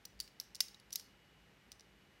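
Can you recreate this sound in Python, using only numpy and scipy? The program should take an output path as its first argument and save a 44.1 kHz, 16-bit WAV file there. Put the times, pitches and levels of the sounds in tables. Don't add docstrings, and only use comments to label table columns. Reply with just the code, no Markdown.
import sys
import numpy as np
from scipy import signal
from scipy.fft import rfft, irfft
from scipy.io import wavfile

SR = 44100
rng = np.random.default_rng(int(sys.argv[2]) if len(sys.argv) > 2 else 0)


def master(y):
    cut = np.clip(np.atleast_2d(y).T, -1, 1)
    pcm = np.round(cut * 32767)
    wavfile.write(sys.argv[1], SR, pcm.astype(np.int16))


N = 97020
T = np.arange(N) / SR
HIT_T = T[:SR // 10]
FREQS = np.maximum(np.fft.rfftfreq(N, 1 / SR), 1)


def from_db(db):
    return 10 ** (np.asarray(db) / 20)


def at_hz(points, hz):
    freqs, values = np.transpose(points)
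    return np.interp(np.log(hz), np.log(freqs), values)


def unit(x):
    return x / np.sqrt(np.sum(x ** 2) + 1e-30)


def fade(t, t60):
    return np.exp(-np.log(1000) * t / t60)


def noise(gain):
    return unit(irfft(gain * np.exp(2j * np.pi * rng.random(len(gain))), N)) * np.sqrt(N)


def minimum_phase(gain):
    cepstrum = irfft(np.log(gain))
    half = len(cepstrum) // 2
    return np.exp(rfft(cepstrum * np.r_[1, np.full(half - 1, 2), 1, np.zeros(half - 1)]))


# frequency in Hz, relative level in dB.
HISS_EQ = [(24, -33), (36, -24), (55, -5), (100, -3), (170, -1.5), (260, -6.5), (400, -7), (650, -12),
           (1200, -14), (2000, -10.5), (2900, -15), (4000, -19), (6000, -24.5), (9000, -31), (11000, -32.5),
           (12700, -30.5), (14500, -35.5), (16000, -51.5)]
def hiss():
    return from_db(-67.5) * noise(from_db(at_hz(HISS_EQ, FREQS)))


# centre in Hz, width in Hz, level in dB.
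HUM_BANDS = [(52.4, 5, -76), (197.94, 2.8, -80.5), (821.7, 11, -87), (2930, 75, -91), (12600, 205, -99)]
def hums():
    return sum(from_db(db) * noise(np.exp(-((FREQS - centre) / width) ** 2 / 2))
               for centre, width, db in HUM_BANDS)


# time in seconds, rms level in dB.
WHINE_RIDE = [(0, -85), (.4, -82), (.9, -80.5), (1.35, -78), (1.7, -83.5), (2.2, -80)]
def whine(centre_hz=2918, waver_depth_hz=5, waver_rate_hz=8):
    pitch = centre_hz + waver_depth_hz * noise(1 / (1 + (FREQS / waver_rate_hz) ** 2))
    level = from_db(np.interp(T, *np.transpose(WHINE_RIDE)))
    return np.sqrt(2) * level * np.sin(2 * np.pi * np.cumsum(pitch) / SR)


# frequency in Hz, relative level in dB.
CLACK_EQ = [(300, -38), (700, -27), (1200, -20), (2000, -16.5), (3000, -7), (4000, 1.5), (5000, 4),
            (6300, -2), (7700, -7), (10000, -6), (12500, -17.5), (15500, -10.5)]
def clack(low_db, treble_db, low_shelf_hz=3020, treble_shelf_hz=7280, t60=0.021):
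    tick = 1 + from_db(1.5) * np.exp(-HIT_T / 0.00085)
    spectrum = rfft(rng.standard_normal(len(HIT_T)) * fade(HIT_T, t60) * tick)
    evened = spectrum / np.abs(spectrum) ** 0.75
    burst = irfft(evened) * np.exp(-(HIT_T / t60) ** 2)
    hz = np.maximum(np.fft.rfftfreq(len(HIT_T), 1 / SR), 1)
    shelves_db = low_db / (1 + (hz / low_shelf_hz) ** 6) + treble_db / (1 + (treble_shelf_hz / hz) ** 6)
    eq = minimum_phase(from_db(at_hz(CLACK_EQ, hz) + shelves_db))
    return unit(irfft(rfft(burst) * eq))


def ring(hz, t60, attack_s=0.0002):
    tone = np.cos(2 * np.pi * (hz * HIT_T + rng.random()))
    return unit(tone * fade(HIT_T, t60) * (1 - np.exp(-HIT_T / attack_s)))


# pitch in Hz, relative level in dB, t60 in seconds.
BODY_MODES = [(1480, -23, 0.0091), (1960, -14, .02), (2653, -16.5, 0.016), (2825, -9.5, .02),
              (3783, -11.5, .03), (4480, -10.5, .035), (4820, -5.5, 0.025), (5090, -11.5, 0.0224),
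              (5333, -0.5, .026), (5700, -8, 0.046), (6320, -10, 0.041), (7090, -12, 0.09),
              (8430, -20.5, 0.037), (11780, -13, 0.0496), (15730, -15.5, .027)]
def lock_body():
    return sum(from_db(db) * ring(hz, t60) for hz, db, t60 in BODY_MODES)


# start in seconds, level in dB, the clack's low shelf in dB
# and treble shelf in dB, lock body in dB, the small part's ring in Hz, its level in dB, its t60 in
# seconds, its overtone in Hz, overtone level in dB. Body, ring and overtone are set against the clack.
CONTACTS = [ (0.0525, -45.5, 10, 5, -9, 5850, -5, 0.019, 14900, -8),
            (0.0542, -43, -5, 2.5, -35, 5930, -0.5, 0.02, 14800, -6),
            (0.1923, -56, 5, 0, -10, 4800, 6, .015, 13400, -17),
            (0.2015, -31.5, 1.5, 5, -11.5, 4610, 2.5, 0.02, 13500, -11),
            (0.2091, -42, 0, 3, -16, 4590, -12, .016, 9900, -10),
            (0.277, -54, 15.5, -6, -5, 4220, -7, .012, 13500, -15),
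            (.3998, -35.5, 1, -1.5, -24, 5560, 0.5, .008, 14130, -8),
            (0.4008, -40.5, -10, 0, -17.5, 5930, -1, 0.017, 11800, 1),
            (.4110, -49.5, 22.5, 12, -13.5, 5560, -23, 0.0097, 11750, -9),
            (0.548, -44, -6, -1, -9, 5230, 3, .012, 12900, -16),
            (.5540, -42.5, -18, -2, -12.5, 5800, -2.5, .012, 8930, -11),
            (0.563, -51, -6, -1, -7, 5240, -12, .012, 12800, -16),
            (0.6048, -22.5, 5, 1.5, -1, 4870, -2, .012, 11900, -10.5),
            (0.6072, -27, 5, -1, -6, 4990, -10, .02, 10700, -7),
            (0.6833, -49, -6, 1, -5, 4820, -5, .014, 11800, -12),
            (.7450, -50.5, -3, -10, -14, 3860, 1, 0.031, 12800, -20),
            (0.799, -56.5, 6, -4, -12, 4600, -3, .014, 10550, -5),
            (0.9059, -54.5, 14, 4, -3, 4980, -6, .012, 10300, -6),
            (0.9277, -40.5, -7, 1, -14, 5830, 5, 0.018, 12000, 0),
            (0.929, -37.5, -10, 2, -24, 5930, 8, 0.024, 9960, -1.5),
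            (0.9347, -42, -9, 7, -15, 4620, -11, .016, 12800, -8),
            (0.951, -50.5, -14, -5, 14, 4600, 4, 0.011, 11900, -15),
            (0.9573, -29.5, -4.5, 1.5, -12, 4530, -5.5, 0.0044, 11900, -3.5),
            (0.9579, -33.5, 2, -3, -14.5, 6480, 0.5, 0.024, 13000, -1),
            (0.997, -45.5, 15, 6, -8, 5500, -4.5, 0.014, 10760, -12),
            (1.01, -56, 0, -8, -15, 5400, -3, .012, 10700, -15),
            (1.7182, -45, 9, 3.5, -14, 5940, -1.5, .011, 8840, -13),
            (1.7271, -56, -3, -7, -19, 5900, -2, .011, 8800, -20),
            (1.7963, -54.5, -2.5, -5, -10, 5930, -2, .011, 10400, -15),
            (1.8079, -55, 5, -10, -9, 5860, -2, .011, 8900, -7.5), ]
def clicks(ring_trim_db):
    out = np.zeros(N + len(HIT_T))
    for start_s, db, low_db, treble_db, body_db, part_hz, part_db, t60, over_hz, over_db in CONTACTS:
        body = from_db(body_db) * lock_body()
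        part = from_db(part_db) * ring(part_hz, t60)
        overtone = from_db(over_db) * ring(over_hz, 0.66 * t60)
        hit = unit(clack(low_db, treble_db) + from_db(ring_trim_db) * (body + part + overtone))
        gain = from_db(db) * np.sqrt(0.002 * SR)
        start = int(start_s * SR)
        out[start:start + len(hit)] += gain * hit
    return out[:N]


# frequency in Hz, t60 in seconds.
TAIL_DECAY = [(1000, 0.25), (5000, .36), (9000, .29), (15000, 0.28)]
# frequency in Hz, relative level in dB.
TAIL_EQ = [(1000, 0), (3000, -5.5), (5000, -1.5), (9000, -1), (15000, -3.5)]
def room_tail(send, wet_db=-18.5, build_s=0.013):
    t, tail = T[:SR // 2], 0
    edges_hz = np.linspace(np.sqrt(700), np.sqrt(17000), 20) ** 2
    for low, high in zip(edges_hz, edges_hz[1:]):
        hz = np.sqrt(low * high)
        band_pass = signal.butter(2, [low, high], "band", fs=SR, output="sos")
        band = signal.sosfilt(band_pass, rng.standard_normal(len(t)))
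        tail += from_db(at_hz(TAIL_EQ, hz)) * band * fade(t, at_hz(TAIL_DECAY, hz))
    tail = unit(tail * (1 - np.exp(-(t / build_s) ** 2)))
    return from_db(wet_db) * signal.fftconvolve(send, tail)[:N]


def low_swell(peak_s=0.665, width_s=0.035, hz=53):
    level = from_db(-69.5) * np.exp(-((T - peak_s) / width_s) ** 2 / 2)
    return np.sqrt(2) * level * np.sin(2 * np.pi * hz * T)


def key_scrape(start_s=0.921, end_s=0.9295, rise_db=16.5):
    progress = np.clip((T - start_s) / (end_s - start_s), 0, 1)
    sliding = (progress > 0) & (progress < 1)
    friction = rng.standard_normal(N) * sliding * from_db(-42.5 + rise_db * (progress - 1))
    metal = unit(clack(low_db=3, treble_db=3) + from_db(-8) * ring(hz=5600, t60=0.021))
    return signal.fftconvolve(friction, metal)[:N]


def scene():
    low_cut = signal.butter(2, 747, "high", fs=SR, output="sos")
    direct = signal.sosfilt(low_cut, clicks(ring_trim_db=0) + key_scrape())
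    send = signal.sosfilt(low_cut, clicks(ring_trim_db=-3) + key_scrape())
    return (direct + room_tail(send) + hiss() + hums() + whine() + low_swell())[None]


def record(dry):
    high_cut = signal.ellip(10, 0.1, 80, 15950, fs=SR, output="sos")
    return signal.sosfilt(high_cut, dry)


dry = scene()
out = record(dry)
master(out)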